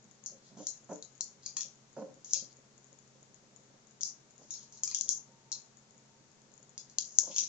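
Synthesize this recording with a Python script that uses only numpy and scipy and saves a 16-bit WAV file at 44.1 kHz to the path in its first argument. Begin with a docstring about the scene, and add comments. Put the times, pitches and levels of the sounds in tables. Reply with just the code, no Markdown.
"""Sharp plastic clicks and a dry rattle in a quiet room: two cats paw a hollow treat ball over a wooden floor.
Dry food snaps against the shell, pings its wall and slides about inside as the ball tips.
The ball knocks as it bumps into things and rumbles on the boards, where paws land with dull thuds.
Faint high ticks, a low hum and the hush of the small furnished room lie underneath."""
import sys
import numpy as np
from scipy import signal
from scipy.fft import rfft, irfft, next_fast_len
from scipy.io import wavfile
from scipy.ndimage import map_coordinates

SR = 44100
rng = np.random.default_rng(int(sys.argv[2]) if len(sys.argv) > 2 else 0)


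def waveform_to_disk(signal):
    """Save audio, clipped to [-1, 1], as 16-bit WAV at the path in sys.argv[1]."""
    frames = np.transpose(np.atleast_2d(signal))
    scaled = np.clip(frames, -1, 1) * 32767
    samples = np.round(scaled).astype(np.int16)
    wavfile.write(sys.argv[1], SR, samples)


N = 329868


def amp(db):
    """Decibels to gain."""
    return 10 ** (np.asarray(db) / 20)


def unit(x):
    """Scale to rms 1."""
    return x / np.sqrt(np.mean(x ** 2) + 1e-20)


def at_level(x, db, length):
    """Give x the energy of a sound at db that lasts length seconds."""
    return x * amp(db) * np.sqrt(length * SR / (np.sum(x ** 2) + 1e-20))


def curve(points, hz):
    """Read (Hz, value) breakpoints on a log frequency axis."""
    freqs, values = np.transpose(points)
    return np.interp(np.log(hz + 1), np.log(freqs), values)


def wobble(rate):
    """Smooth random modulation, rate knots a second."""
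    return map_coordinates(rng.standard_normal(int(N * rate / SR) + 4), [np.arange(N) * rate / SR])


def filtered(x, response):
    """EQ x with the gain response(Hz)."""
    n = x.shape[-1]
    size = next_fast_len(n + SR // 4)
    return irfft(rfft(x, size) * response(np.fft.rfftfreq(size, 1 / SR)), size)[..., :n]


def impulse(eq_db, size=1024):
    """A minimum-phase transient with the spectrum eq_db(Hz)."""
    cepstrum = irfft(np.log(amp(eq_db(np.fft.rfftfreq(size, 1 / SR)))))
    cepstrum[1:size // 2] *= 2
    cepstrum[size // 2 + 1:] = 0
    return irfft(np.exp(rfft(cepstrum)))


def patter(length, rate, scatter_db, count=96):
    """Up to count irregular contacts within length seconds, about rate a second."""
    gaps = rng.uniform(.3, 1.7, count)
    hits = amp(scatter_db * rng.standard_normal(count)) * rng.choice([-1, 1], count)
    times = (np.cumsum(gaps) - gaps[0]) / rate
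    inside = times <= length
    return np.bincount((times[inside] * SR).astype(int), hits[inside])


def add(out, start, x):
    """Mix stereo x into out at start seconds."""
    i = max(round(start * SR), 0)
    out[:, i:i + x.shape[1]] += x[:, :max(N - i, 0)]


def pan(db):
    """Stereo gains of mean power 1, the left db above the right."""
    return unit(amp([[db / 2], [-db / 2]]))


def in_room(x, pan_db, wet_db, wet_pan_db, mono_share=0, t60=0.25):
    """The direct sound plus a short tail of reflections that arrive in uneven clumps."""
    t = np.arange(SR // 4) / SR
    knots = np.arange(300) / 1000
    clumps = amp(3.7 * np.array([np.interp(t, knots, rng.standard_normal(300)) for _ in range(3)]))
    noise = rng.standard_normal((3, len(t))) * clumps * amp(-60 * t / t60) * (1 - np.exp(-t / 0.0013))
    tail = np.sqrt(1 - mono_share) * noise[:2] + np.sqrt(mono_share) * noise[2]
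    wet = signal.fftconvolve(x[None], tail, axes=1)
    wet *= np.sqrt(np.sum(x ** 2) / np.sum(wet ** 2, axis=1, keepdims=True))
    out = wet * amp(wet_db) * pan(wet_pan_db)
    direct = np.array([np.pad(x, (2, 0)), np.pad(x, (0, 2))])  # a little later on the left
    out[:, :len(x) + 2] += pan(pan_db) * direct
    return out


# Tone colour of the room's air: (frequency [Hz], relative level [dB])
AIR_EQ = [(25, -12), (60, -17), (100, -8.5), (130, 1), (165, -4), (210, 0), (290, -6.5), (410, -5.5),
          (800, -9.5), (1500, -13), (3000, -17.5), (5000, -15.5), (6800, -11.5), (7500, -18.5),
          (8400, -29.5), (9200, -68.5)]
# Stereo image of the air: (frequency [Hz], left-right correlation [0-1])
AIR_CORRELATION = [(60, 0.52), (120, 0.71), (240, 0.66), (490, 0.53), (980, 0), (2000, 0)]

def room_air():
    """A soft noise bed, fairly centred in the bass, wide and leaning left in the treble."""
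    def mid_side_eq(hz):
        width = np.arccos(curve(AIR_CORRELATION, hz)) / 2
        return amp(curve(AIR_EQ, hz)) * [np.cos(width), np.sin(width)]

    mid, side = filtered(rng.standard_normal((2, N)), mid_side_eq)
    lean = lambda hz: amp(curve([(2500, 0.18), (7000, 4.1)], hz) * np.array([[1], [-1]]))
    air = filtered(np.array([mid + side, mid - side]), lean)
    return amp(-64 + 0.12 * wobble(14)) * unit(air)


# Partials of the hum: (frequency [Hz], relative level [dB], phase wander [rad])
HUM_PARTIALS = [(133.3, -70.5, 0.47), (219.8, -74, 1.56), (406, -80, 1.2)]

def hum():
    """Three low sines that waver in level and phase."""
    t, out = np.arange(N) / SR, np.zeros(N)
    for hz, db, wander in HUM_PARTIALS:
        rms = amp(db - 2.5 + 0.69 * wobble(3.7))
        out += rms * np.sqrt(2) * np.sin(2 * np.pi * hz * t + wander * wobble(12))
    return out


# Fader moves of a thin distant tone: (time [s], level [dB])
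TONE_FADER = [(4.1, -90), (4.45, -85), (4.8, -76), (5.03, -98), (5.18, -73), (5.5, -72.5), (5.75, -87),
              (6.1, -78.5), (6.5, -81), (6.9, -88)]

def distant_tone(pitch_hz=914.7, width_hz=13):
    """A narrow band of noise that comes and goes."""
    band = filtered(rng.standard_normal(N), lambda hz: 1 / (1 + ((hz - pitch_hz) / width_hz) ** 2))
    return amp(np.interp(np.arange(N) / SR, *np.transpose(TONE_FADER))) * unit(band)


# Tone colour of a tick: (frequency [Hz], relative level [dB])
TICK_EQ = [(2000, -28.5), (5600, -20.5), (6500, -2.5), (6900, 4.5), (7300, -14), (7900, -38.5), (9000, -42)]
# The clearest ticks: (time [s], relative level [dB])
TICK_CUES = [(.043, -50.5), (.112, -45.5), (.239, -40), (.774, -45.5), (.845, -49), (.929, -42),
             (.9587, -38), (1.049, -40), (1.152, -47), (1.179, -48.5), (1.329, -54), (1.93, -49.5),
             (2.142, -48.5), (2.528, -49), (2.569, -47), (2.779, -47.5), (2.844, -47.5), (2.929, -46.5),
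             (2.9885, -45), (3.229, -47), (3.3442, -45), (3.562, -43), (3.871, -49), (3.91, -49.5),
             (4.308, -48), (4.38, -45), (5.619, -47), (5.771, -46.5), (5.908, -49.5), (5.979, -48.5),
             (6.539, -45.5), (6.578, -45.5), (6.629, -45), (6.694, -47)]

def ticks():
    """Tiny thin ticks on the left, where the cats nose about: clear ones and fainter ones at random."""
    out = np.zeros((2, N))
    tick = impulse(lambda hz: curve(TICK_EQ, hz))
    faint = [(when * N / SR, -56.5 + 4 * size) for when, size in rng.random((24, 2))]
    for start, db in [*TICK_CUES, *faint]:
        hit = at_level(tick, db - 6, 0.0025)
        add(out, start, in_room(hit, pan_db=32, wet_db=-3.5, wet_pan_db=17.5))
    return out


# Resonances of the floorboards: (frequency [Hz], bandwidth [Hz], relative level [dB])
BOARD_MODES = [(132, 24, -16.5), (199.4, 37.7, 2), (297.3, 22, -0.5), (377, 61, -7.5), (441, 12, -1),
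               (528.8, 20, 5), (600, 23, 1), (655, 32, -5), (753, 70, -11), (855, 82, -15),
               (1070, 103, -17), (1323, 120, -19), (1850, 340, -35.5)]
BOARD_PREROLL_S = 0.01

def boards(force, bass_db, hard_db):
    """A force rings the wooden floor, after a pre-roll; bass adds weight, hardness lifts 900 Hz."""
    f = np.fft.rfftfreq(SR // 2, 1 / SR)
    modes = sum((-1) ** k * amp(db) * 1j * f * width / (hz * hz - f * f + 1j * f * width)
                for k, (hz, width, db) in enumerate(BOARD_MODES))
    eq = [(50, -20.5), (130, bass_db), (220, bass_db), (450, 2.5), (590, 1), (900, hard_db),
          (1800, -6), (2600, -5.5), (5000, -29.5)]
    padded = np.pad(force, (round(BOARD_PREROLL_S * SR), 0))
    return irfft(rfft(padded, SR // 2) * modes * amp(curve(eq, f)))


# Dull thuds on the floor: (time [s], relative level [dB], bass [dB], hardness [dB])
THUD_CUES = [(.893, -47.5, -3, 10), (1.57, -72, 1, 8), (1.648, -61, 6, -7), (1.967, -45.5, -10, 7.5),
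             (2.024, -45.5, -3, 0.5), (2.421, -55, 7.5, -20), (5.011, -68, 33, -5), (6.205, -67, 17, -10),
             (7.273, -48.5, -9, 6), (7.298, -54, 4, 0)]

def thuds():
    """The ball or a paw rings the boards once: a few clear thuds and soft shuffling at random."""
    out = np.zeros((2, N))
    shuffles = [(when * N / SR, -71.5 + 7 * size, 6 * bass, 5 * hard)
                for when, size, bass, hard in rng.random((26, 4))]
    for start, db, bass_db, hard_db in [*THUD_CUES, *shuffles]:
        thud = at_level(boards(np.ones(1), bass_db, hard_db), db - 3.5, 0.03)
        heard = in_room(thud, pan_db=-5.5, wet_db=-2.5, wet_pan_db=2.5, mono_share=0.3)
        add(out, start - BOARD_PREROLL_S, heard)
    return out


# Nudges of the ball: (time [s], push length [s], level [dB], bass [dB], hardness [dB])
ROLL_CUES = [(0.03, 0.071, -66.5, 22, 0), (0.312, 0.021, -56.5, -3.5, -12.5), (0.501, 0.075, -61.5, 8, 4),
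             (0.567, 0.039, -47, 1.5, 3), (0.895, 0.029, -39, -5.5, 2.5), (1.968, 0.043, -42, -2, 3.5),
             (2.075, 0.036, -55, 4, 7.5), (2.159, 0.013, -59.5, 5, -1), (2.36, 0.015, -61.5, -6, -17),
             (4.391, 0.041, -62, 0, 7), (7.222, 0.022, -58, -7, 13), (7.278, 0.024, -56, -8, 17)]

def ball_rolls(attack_s=0.0045, t60=0.15):
    """The ball's seams and ridges bump along the boards: a push, then it rocks to rest."""
    out = np.zeros((2, N))
    for start, length, db, bass_db, hard_db in ROLL_CUES:
        bumps = patter(length + t60 / 2, rate=300, scatter_db=4.5)
        t = np.arange(len(bumps)) / SR
        attack = np.minimum((t + 0.0063) / attack_s, 1)
        release = amp((t > length) * (0.5 - 60 * (t - length) / t60))
        rumble = at_level(boards(bumps * attack * release, bass_db, hard_db), db, length)
        heard = in_room(rumble, pan_db=-2.5, wet_db=-5.5, wet_pan_db=-0.3, mono_share=0.34)
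        add(out, start - BOARD_PREROLL_S, heard)
    return out


def ping(hz, t60):
    """One damped resonance of the plastic, with a slightly rounded attack."""
    t = np.arange(1024) / SR
    attack = (1 - np.exp(-t / min(0.39 * t60, 0.00092))) ** 2
    return np.sin(2 * np.pi * hz * t) * attack * amp(-60 * t / t60)


# Resonances of the ball's wall: (frequency [Hz], relative level [dB])
WALL_MODES = [(600, -10.5), (980, -5.5), (1200, -13), (1850, -5.5), (2120, -16), (2420, -1.5), (2720, -6),
              (3330, 12.5), (3750, -6.5), (4260, 13), (4620, 7.5), (5000, 10)]

def wall(favoured_hz, focus_db_per_octave, t60):
    """The wall's modes ring together; those far from the favoured pitch ring less."""
    out = 0
    for k, (hz, db) in enumerate(WALL_MODES):
        gain = amp(db - focus_db_per_octave * abs(np.log2(hz / favoured_hz)) + rng.normal(0, 5.6))
        detune = 1 + 0.02 * rng.standard_normal()  # each ping rings at a slightly different pitch
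        out += (-1) ** k * gain * ping(hz * detune, t60)
    return out


# Hollow knocks of the ball, and a broadband splat like overload on the loudest crack:
# (time [s], level [dB], favoured pitch [Hz], focus [dB/octave])
KNOCK_CUES = [(1.46, -53.5, 2640, 40), (1.567, -38.5, 1200, 12), (1.57, -54, 1220, -5),
              (1.604, -54, 1900, 27), (1.61, -54, 2760, 93), (2.348, -45, 2460, 49), (2.396, -49, 2950, 35),
              (4.507, -62, 2540, 47), (4.538, -60, 2530, 50), (4.835, -51, 1140, 20.5),
              (4.875, -49.5, 2440, 63), (4.88, -54, 1140, 34), (4.915, -45.5, 1580, 14),
              (4.929, -51, 2380, 70), (4.948, -62, 2170, 24), (4.988, -69, 2390, 65), (5.55, -61, 2500, 62),
              (6.779, -51, 2870, 42), (6.9863, -51, 2770, 89), (7.185, -40.5, 1500, 5),
              (7.365, -53.5, 1270, 47), (7.384, -43, 2470, 54), (7.442, -54, 2420, 68)]

def ball_knocks():
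    """The wall flexes as a whole in a bump; the broad hit at 7.185 s imitates an overload splat instead."""
    out = np.zeros((2, N))
    for start, db, favoured_hz, focus in KNOCK_CUES:
        knock = at_level(wall(favoured_hz, focus, t60=0.027), db, 0.00062)
        add(out, start, in_room(knock, pan_db=-3, wet_db=0.5, wet_pan_db=-7, mono_share=0.48))
    return out


# Tone colour of a blow on the shell: (frequency [Hz], relative level [dB])
SHELL_EQ = [(200, -51.5), (1900, -65), (2600, -44.5), (3300, -30), (4200, -16.5), (5200, -3), (6200, 4),
            (6900, 5.5), (7350, -5), (7900, -39), (8300, -41), (8750, -23), (9300, -52)]
# Where a blunt blow adds body: (frequency [Hz], share of the boost [0-1])
BODY_SHARE = [(4800, 0.84), (6400, 0.56)]

def shell_snap(uneven_db, snap_hz, body_db):
    """The shell's bright snap, led by one resonance; each struck spot colours it differently."""
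    spot_eq = np.transpose([np.linspace(2000, 9000, 36), uneven_db * rng.standard_normal(36)])

    def eq_db(hz):
        peak_db = 3.5 / (1 + ((hz - snap_hz) / 190) ** 2)
        return curve(SHELL_EQ, hz) + curve(spot_eq, hz) + peak_db + body_db * curve(BODY_SHARE, hz)

    return impulse(eq_db)


def tumble(length, favoured_hz, ring_db, swell_db=2):
    """One piece's swelling run of small contacts with the shell."""
    snap = shell_snap(uneven_db=2.5, snap_hz=rng.uniform(5500, 7000), body_db=0.5)
    ring = wall(favoured_hz * rng.uniform(0.72, 1.56), focus_db_per_octave=22.5, t60=0.0044)
    grain = unit(snap) + amp(ring_db) * unit(ring)
    contacts = patter(length, rate=80, scatter_db=5.5, count=64)
    contacts = np.pad(contacts, (0, int(length * SR) + 1 - len(contacts)))
    contacts = np.roll(contacts, rng.integers(SR))  # so the pieces do not all start together
    swell = amp(swell_db * np.linspace(-1, 0, len(contacts)))
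    return signal.fftconvolve(contacts * swell, grain)


# Food sliding as the ball tips:
# (time [s], length [s], relative level [dB], favoured wall pitch [Hz], wall ring [dB])
SLIDE_CUES = [(0.415, 0.077, -60, 4700, 2), (0.568, .1, -49.5, 4700, -10.5),
              (0.887, 0.056, -50.5, 4970, -27), (1.422, 0.063, -51, 4380, 0),
              (1.577, 0.069, -54.5, 3300, 5), (1.952, 0.072, -60, 4500, -11), (2.25, 0.095, -45, 4200, -16),
              (2.493, 0.018, -58.5, 4360, 4), (4.395, .12, -59.5, 4360, -15), (4.541, 0.1, -53, 4500, -5),
              (4.714, .06, -51, 4400, -12), (4.845, 0.12, -51, 2340, -14), (4.988, 0.14, -50, 4040, -30),
              (7.032, 0.15, -48, 4550, -28), (7.198, 0.089, -43, 4540, -16.5), (7.292, 0.14, -44, 3650, -8)]

def food_slides(pieces=8):
    """Loose pieces tumble along the inside of the shell, harder as the ball tips further."""
    out = np.zeros((2, N))
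    for start, length, db, favoured_hz, ring_db in SLIDE_CUES:
        grains = sum(tumble(length, favoured_hz, ring_db) for _ in range(pieces))
        rattle = at_level(grains, db - 10.5, length)
        add(out, start, in_room(rattle, pan_db=4.5, wet_db=5, wet_pan_db=4))
    return out


# Food striking the shell: (time [s], relative level [dB], snap pitch [Hz], body [dB],
# favoured wall pitch [Hz], wall ring [dB], ring t60 [s], chatter [dB]); short rings clack, long ones ping
CLICK_CUES = [(.2612, -31, 6360, -1, 4850, -15.5, 0.0082, -3.5),
              (.6695, -24, 7200, -0.5, 4400, -18.5, .005, -5),
              (1.0251, -37, 7040, -25, 4370, -4.5, 0.0079, -12),
              (1.2087, -22, 7100, -5, 4370, -11.5, 0.014, -12), (1.461, -32, 6800, -6, 4730, -4, .007, -13),
              (1.4636, -31, 6740, -9, 4540, -7, .006, -6.5),
              (1.5663, -41.5, 6900, 3, 3400, -9, 0.0054, -16),
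              (1.5692, -24.5, 7000, 2, 4200, -13, 0.0064, -5),
              (1.5785, -37.5, 6500, 2, 3440, -22, .005, -17),
              (1.6083, -27.5, 6300, 19, 3640, -18, 0.0064, -7.5),
              (1.6173, -29, 6100, 6, 3750, -26, .005, -19), (1.632, -38.5, 6130, 10, 3750, -9, 0.0044, -17),
              (2.246, -39, 6540, -5, 3620, -25, 0.0034, -5), (2.309, -40, 6500, 9, 4220, -19, 0.0043, 3.5),
              (2.3347, -14, 6350, 2, 4150, -24, 0.0078, -26), (2.338, -26.5, 6400, 0, 4170, -20, .005, -20),
              (2.343, -23.5, 6100, 14, 3800, -17, 0.0057, -5.5),
              (2.3608, -31.5, 6150, 9, 4660, -6, .005, -3), (2.373, -37, 6300, 10, 4070, -9, .005, -3.5),
              (2.3955, -34, 6200, 15, 4230, -19, 0.0081, -6),
              (4.0095, -33, 6300, -2, 3440, -22.5, 0.008, -4.5),
              (4.015, -30, 6600, 0, 4000, -19, 0.0035, -14),
              (4.0333, -21, 5960, 15, 5140, -8.5, 0.0065, -19),
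              (4.054, -34, 5960, 15, 5030, -21, 0.0054, 3), (4.5065, -34.5, 6540, -6, 4100, -22, 0.0029, 1),
              (4.5389, -35, 6500, 10, 4500, -12.5, 0.0021, -2),
              (4.724, -48, 6600, -9, 4400, -19, .006, -0.5), (4.8352, -20, 7100, -1, 3300, -33, 0.0054, -7),
              (4.877, -28, 6540, 13, 4440, -20, 0.0067, -6),
              (4.9005, -37.5, 6300, 7.5, 4020, -11, .005, -5),
              (4.9134, -32.5, 6500, 3, 4560, -4.5, 0.0077, -7),
              (4.9465, -21, 6800, -7, 3320, -26, 0.0062, -8),
              (4.9487, -25, 6500, -1, 3570, -18, 0.0035, -6), (4.955, -39.5, 6200, 13, 3400, -8, .005, -6),
              (4.988, -33.5, 6330, 16, 3530, -25, 0.0069, -5),
              (5.0108, -18.5, 6460, -3, 4200, -20.5, 0.005, -19.5),
              (5.083, -39, 6000, 10, 3400, -12, 0.0069, -6), (5.091, -15.5, 7250, -5, 3480, -33, 0.012, -9),
              (5.11, -31.5, 6530, -17, 3450, -39, 0.0074, 4.5),
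              (5.5179, -28.5, 6100, 17, 4920, -10.5, 0.0035, -4),
              (5.526, -29.5, 6100, 21, 4150, -6.5, 0.0057, -6),
              (6.7789, -34, 7200, 0, 4850, -6.5, 0.0034, -5.5),
              (6.8982, -48, 7000, 0.5, 4430, -11, .006, -7),
              (6.9852, -17.5, 6850, 2, 4640, -6.5, 0.0031, -20),
              (7.005, -30, 6600, -8, 4200, -15, .004, -4), (7.1868, -6.5, 6320, -18, 4950, -45, .005, -22),
              (7.344, -41.5, 6400, 9, 4200, -12, 0.0049, 3.5),
              (7.3628, -24, 6360, 8, 3370, -18, 0.0026, -3),
              (7.3828, -18.5, 6100, 13, 3770, -18.5, 0.0061, -4),
              (7.3895, -21, 6100, 7, 3770, -23, .004, -13), (7.411, -28.5, 6130, 6, 3170, -22, 0.0046, -5),
              (7.436, -32, 6300, 11, 4200, -18, .005, -4)]

def food_clicks(snap_pan_db=11.5, echo_s=0.0046):
    """A hard piece grazes the shell, hits it and chatters on it; the wall pings along with the snap."""
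    out = np.zeros((2, N))
    average_db = np.mean(CLICK_CUES, axis=0)[1]
    for start, db, snap_hz, body_db, favoured_hz, ring_db, ring_t60, chatter_db in CLICK_CUES:
        snap = at_level(shell_snap(uneven_db=1.8, snap_hz=snap_hz, body_db=body_db), db - 3, 0.0022)
        ring = wall(favoured_hz, focus_db_per_octave=58, t60=ring_t60)
        ring = at_level(ring, db + ring_db - 5, 0.0043)
        wet_db = -4 - 0.12 * (db - average_db)  # the hardest snaps are the driest
        add(out, start, in_room(snap, snap_pan_db, wet_db, wet_pan_db=10))
        add(out, start, in_room(ring, pan_db=-1, wet_db=-8.5, wet_pan_db=3))

        graze = pan(snap_pan_db) * amp(-30) * snap
        add(out, start - rng.uniform(0.00063, 0.0027), graze)

        chatter = signal.fftconvolve(patter(0.011, rate=1000, scatter_db=0), snap + amp(4) * ring)
        chatter *= amp(-60 * np.arange(len(chatter)) / SR / 0.024)
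        chatter = at_level(chatter, db + chatter_db, 0.0014)
        add(out, start + 0.001, in_room(chatter, pan_db=0.5, wet_db=5, wet_pan_db=6))

        echo = pan(snap_pan_db) * amp(-22.5) * (snap + ring)  # thrown back by nearby furniture
        add(out, start + echo_s * rng.uniform(0.97, 1.05), echo)
    return out


def scene():
    """The treat ball up front, then the ticks and the floor, over the room tone."""
    ball = food_clicks() + ball_knocks() + food_slides()
    return ball + ticks() + ball_rolls() + thuds() + room_air() + hum() + distant_tone()


def record(dry, top_hz=9600):
    """Hard clipping at full scale, then a steep low-pass."""
    return filtered(np.clip(dry, -1, 1), lambda hz: 1 / np.sqrt(1 + (hz / top_hz) ** 60))


dry = scene()
out = record(dry)
waveform_to_disk(out)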